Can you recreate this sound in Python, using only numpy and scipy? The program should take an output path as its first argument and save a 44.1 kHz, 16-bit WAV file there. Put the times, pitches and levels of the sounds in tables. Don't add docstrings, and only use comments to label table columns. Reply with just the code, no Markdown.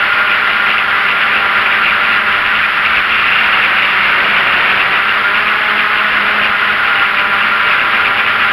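import sys
import numpy as np
from scipy import signal
from scipy.fft import rfft, irfft, next_fast_len
from scipy.io import wavfile
from scipy.ndimage import uniform_filter1d, minimum_filter1d

SR = 44100
rng = np.random.default_rng(int(sys.argv[2]) if len(sys.argv) > 2 else 0)


def unload_wav(signal):
    wavfile.write(
        sys.argv[1],
        SR,
        np.round(np.clip(np.atleast_2d(signal).T, -1, 1) * 32767).astype(np.int16),
    )


N = 375732
TIME = np.arange(N) / SR
CRUISE_HZ = 200.3


def from_db(db):
    return 10 ** (np.asarray(db) / 20)


def rms_one(x):
    return x / np.sqrt(np.mean(x ** 2) + 1e-20)


def in_time(curve):
    return np.interp(TIME, *np.transpose(curve))


def swell(t, length):
    return np.exp(-np.log(16) * np.minimum(((TIME - t) / length) ** 2, 20))


def rise_db(events):
    return sum(db * swell(t, length) for t, db, length in events)


def drift(hz):
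    step, settle = 40, 2000
    pole = np.exp(-2 * np.pi * hz * step / SR)
    white = rng.standard_normal(N // step + settle + 2)
    slow = signal.lfilter([1], [1, -2 * pole, pole * pole], white)[settle:]
    return np.interp(np.arange(N) / step, np.arange(len(slow)), rms_one(slow))


def air_noise(spectrum):
    hz, db = np.transpose(spectrum)
    size = next_fast_len(N)
    bins = np.maximum(np.fft.rfftfreq(size, 1 / SR), 1)
    gain = from_db(np.interp(np.log(bins), np.log(hz), db, right=-np.inf))
    return rms_one(irfft(rfft(rng.standard_normal(size)) * gain, size)[:N])


def chopped(phase, depth):
    return rms_one(1 + depth * np.cos(phase))


# f/Hz, relative level/dB
PORT_SPECTRUM = [(12, -2.5), (40, 1.5), (90, 2.5), (140, -2.5), (250, -11.5), (500, -39.5)]
# t/s, rise/dB, duration/s
PORT_PUFFS = [(2.43, 8, .25), (3.2, 4.5, .7), (4.55, 5.5, .5), (8.17, 6, .2)]
def port_rumble():
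    return from_db(-46 + rise_db(PORT_PUFFS) + 1.3 * drift(6)) * air_noise(PORT_SPECTRUM)


# t/s, rise/dB, duration/s
FRAME_GUSTS = [(1.6, 1.5, .7), (3.65, 3, 0.4), (4.25, 5, 0.39), (4.7, 4, 0.41), (6.3, 2.5, .4),
               (8.05, 2.5, .5)]
def gust_rise():
    return rise_db(FRAME_GUSTS)


# f/Hz, relative level/dB
BUFFET_SPECTRUM = [(70, -13), (150, -4), (300, -2.5), (500, -0.5), (750, 2), (1100, 0.5), (2000, -21)]
def buffeting(gust_db):
    return from_db(-29 + gust_db + .74 * drift(14)) * air_noise(BUFFET_SPECTRUM)


# t/s, f/Hz
SLOW_BLADE_RATE = [(0, 201.5), (.45, 201.5), (1.05, 198.5), (1.55, 200), (1.92, 195), (2.08, 201),
                   (2.75, 199.5), (3.2, 191.5), (4.25, 190.5), (4.6, 187.5), (4.9, 196), (5.15, 197.5),
                   (5.55, 209.5), (6.1, 209), (6.45, 206.5), (7.05, 200), (7.85, 199.7), (8.52, 201)]
FAST_BLADE_RATE = [(0, 204), (.5, 215), (1.55, 215), (1.9, 225), (2.4, 216), (3.75, 216), (4, 195),
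                   (4.8, 231), (5.15, 212), (5.5, 215), (6.3, 208.5), (6.6, 209), (7, 215), (7.3, 211),
                   (8, 224), (8.52, 217)]
def blade_phase(rate, hunting):
    return 2 * np.pi * (np.cumsum(rate * (1 + hunting * drift(6.13))) / SR + rng.random())


def shaft_vibration(phase):
    shaking = np.clip((TIME - 7.85) / .3, 0, 1)
    return from_db(-50.5 + 8.5 * shaking) * rms_one(np.sin(phase / 2))


def blade_harmonics(phase, harmonics, flutter_db, smear):
    out = np.zeros(N)
    for order, db in harmonics:
        strength = from_db(flutter_db * drift(6.7) + 1.5 * drift(2))
        jitter = smear * order * drift(25)
        out += from_db(db) * rms_one(strength * np.sin(order * phase + jitter))
    return out


# harmonic number, relative level/dB
SLOW_HARMONICS = [(1, -45), (2, -41.5), (3, -37), (4, -33.5), (5, -31), (6, -31.5), (8, -30.5), (10, -29),
                  (12, -37.5)]
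# t/s, relative level/dB
SLOW_HUM_LEVEL = [(0, 1.5), (.6, -1.5), (1.4, 0), (2.25, .5), (3, -7), (3.7, -2.5), (5, 0), (5.8, 1),
                  (6.3, 0), (7, 0.5), (8.52, 0)]
def slow_hum(phase, hum_db, gust_db):
    smear = .08 * from_db(gust_db) ** 3
    return from_db(hum_db) * blade_harmonics(phase, SLOW_HARMONICS, flutter_db=2.5, smear=smear)


# harmonic number, relative level/dB
FAST_HARMONICS = [(1, -0.5), (2, -5.5), (3, -5), (4, -10), (5, -5)]
def fast_hum(phase, slow_rate, gust_db):
    level = from_db(-40 + .55 * np.maximum(slow_rate - CRUISE_HZ, 0))
    return level * blade_harmonics(phase, FAST_HARMONICS, flutter_db=1.5, smear=.14 * from_db(gust_db))


def frame_whine(rate, phase, eddies, hum_db, order=7, resonance_hz=1411, width_hz=63, rocking_hz=8.4):
    response = 1 / np.hypot(1, 2 * (order * rate - resonance_hz) / width_hz)
    rocking = 2 * np.pi * np.cumsum(rocking_hz * (1 + .256 * drift(3.13))) / SR
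    throb = rms_one(from_db(4.5 * np.sin(rocking)))
    calm = 1 / (1 + (eddies / from_db(-14)) ** 2)
    level = from_db(-19.5 + .5 * hum_db) * response * throb * calm
    return level * rms_one(np.sin(order * phase + .68 * drift(15)))


# t/s, relative peak level/dB, duration/s
STRONG_EDDIES = [(0.315, -19, .06), (.7, -16.5, .038), (0.791, -15.5, .019), (1.103, -17.5, 0.028),
                 (1.22, -16.5, .024), (1.36, -20.5, .07), (1.717, -18.5, 0.023), (1.891, -17, .061),
                 (2.104, -19.5, .1), (2.361, -17, 0.021), (2.465, -17, .025), (2.57, -15.5, 0.027),
                 (2.644, -16, .025), (2.862, -12.5, .018), (2.97, -14, .042), (3.4, -21, 0.31),
                 (3.634, -18.5, 0.052), (4.377, -13.5, .018), (4.822, -13.5, .021), (4.957, -18.5, 0.054),
                 (5.795, -12.5, .015), (6.448, -17, .038), (6.99, -20, .05), (7.192, -15, .029),
                 (7.704, -19.5, .07), (7.818, -18.5, .039), (7.954, -17, .029), (8.06, -14, 0.022),
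                 (8.19, -17.5, .029), (8.277, -19.5, .035), (8.419, -18, 0.04)]
def eddy_envelope(weak_per_s=7, weak_db=-21, spread_db=1.5, weak_s=.033, clearance_s=.1):
    gaps, sizes = rng.random((2, 90))
    times = np.cumsum(.5 + gaps) / weak_per_s
    strong_times = np.array(STRONG_EDDIES)[:, 0]
    weak = [(t, weak_db + spread_db * (2 * size - 1), weak_s) for t, size in zip(times, sizes)
            if t < TIME[-1] and np.abs(strong_times - t).min() > clearance_s]
    return np.sqrt(sum(from_db(db) ** 2 * swell(t, length) for t, db, length in list(STRONG_EDDIES) + weak))


def lulls(depth_db=-.95, delay_s=.069, lull_s=.06):
    dips = sum(swell(t + length / 2 + delay_s, lull_s) for t, _, length in STRONG_EDDIES)
    return from_db(depth_db * dips)


# f/Hz, relative level/dB
STALL_SPECTRUM = [(1200, -18), (1700, -7.5), (2200, -2), (2400, 5), (2560, 0), (2760, 5), (3050, -10.5),
                  (3600, -14.5), (4000, -23), (4700, -29), (5500, -38), (6200, -59.5)]
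def stall_rasp(slow_phase, fast_phase, eddies):
    slow_stalls = chopped(slow_phase / 2 + .7 * drift(23), depth=.71)
    fast_stalls = chopped(fast_phase / 2 + .77 * drift(20), depth=.69)
    return from_db(3) * eddies * slow_stalls * fast_stalls * air_noise(STALL_SPECTRUM)


# f/Hz, relative level/dB
EDGE_SPECTRUM = [(1200, -21.5), (1700, -2.5), (2200, 4), (2400, 5.5), (2560, 2), (2760, 6), (3050, -7),
                 (3600, -11.5), (4000, -19.5), (4700, -30), (5500, -34.5), (6200, -57.5)]
def edge_hiss(phase, roughness):
    level = from_db(-26 + 8.5 * roughness + 3.3 * drift(45))
    return level * air_noise(EDGE_SPECTRUM) * chopped(phase, depth=.23)


# f/Hz, relative level/dB
WASH_SPECTRUM = [(500, -31), (850, -16.5), (1050, -7), (1220, -1), (1400, 2.5), (1600, -0.5), (2050, -2),
                 (2400, -6), (2800, -7.5), (3300, -13), (4000, -23.5), (4700, -27), (5500, -37.5),
                 (6200, -65.5)]
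def propeller_wash(phase, roughness, gust_db):
    level = from_db(-13 + .15 * roughness + .13 * gust_db + .75 * drift(27))
    return level * air_noise(WASH_SPECTRUM) * chopped(phase, depth=.15)


def scene():
    slow_rate, fast_rate = in_time(SLOW_BLADE_RATE), in_time(FAST_BLADE_RATE)
    slow_phase = blade_phase(slow_rate, hunting=.00251)
    fast_phase = blade_phase(fast_rate, hunting=.00199)
    roughness = np.clip((CRUISE_HZ - slow_rate) / 9, 0, 1)
    eddies, gust_db, hum_db = eddy_envelope(), gust_rise(), in_time(SLOW_HUM_LEVEL)
    rush = port_rumble() + buffeting(gust_db)
    rush += propeller_wash(slow_phase, roughness, gust_db) + edge_hiss(slow_phase, roughness)
    rush += frame_whine(slow_rate, slow_phase, eddies, hum_db)
    rotors = slow_hum(slow_phase, hum_db, gust_db) + fast_hum(fast_phase, slow_rate, gust_db)
    rotors += shaft_vibration(slow_phase)
    return (rotors + lulls() * rush + stall_rasp(slow_phase, fast_phase, eddies))[None]


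def limiter(x, ceiling_db, hold_s):
    size = int(hold_s * SR)
    gain = np.minimum(1, from_db(ceiling_db) / (np.abs(x) + 1e-9))
    return x * uniform_filter1d(minimum_filter1d(gain, size), size)


def crackle(x):
    power = rms_one(uniform_filter1d(x ** 2, size=400))
    ticks = (rng.random(N) < 25 * power ** 2 / SR) * rng.uniform(-1, 1, N)
    return signal.sosfilt(signal.butter(4, 9800, "high", fs=SR, output="sos"), ticks)


# f/Hz, relative level/dB
SIZZLE_SPECTRUM = [(5000, -18), (6200, -23), (6800, -9.5), (7400, -15.5), (8000, -29), (8700, -12.5),
                   (10300, -6.5), (11100, 0.5), (11800, -3.5), (12700, -12), (15500, -14)]
def sizzle(x):
    loudness = rms_one(np.abs(uniform_filter1d(x ** 2, size=60)) ** .15)
    return loudness * air_noise(SIZZLE_SPECTRUM)


def record(dry):
    limited = limiter(from_db(.08) * dry[0], ceiling_db=-2.5, hold_s=.00078)
    dull = signal.sosfilt(signal.butter(8, 6100, fs=SR, output="sos"), limited)
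    treble = from_db(-48.5) * sizzle(dull) + from_db(-21.5) * crackle(dull)
    band_limit = signal.ellip(10, .1, 90, 15500, fs=SR, output="sos")
    return signal.sosfilt(band_limit, dull + treble)[None]


dry = scene()
out = record(dry)
unload_wav(out)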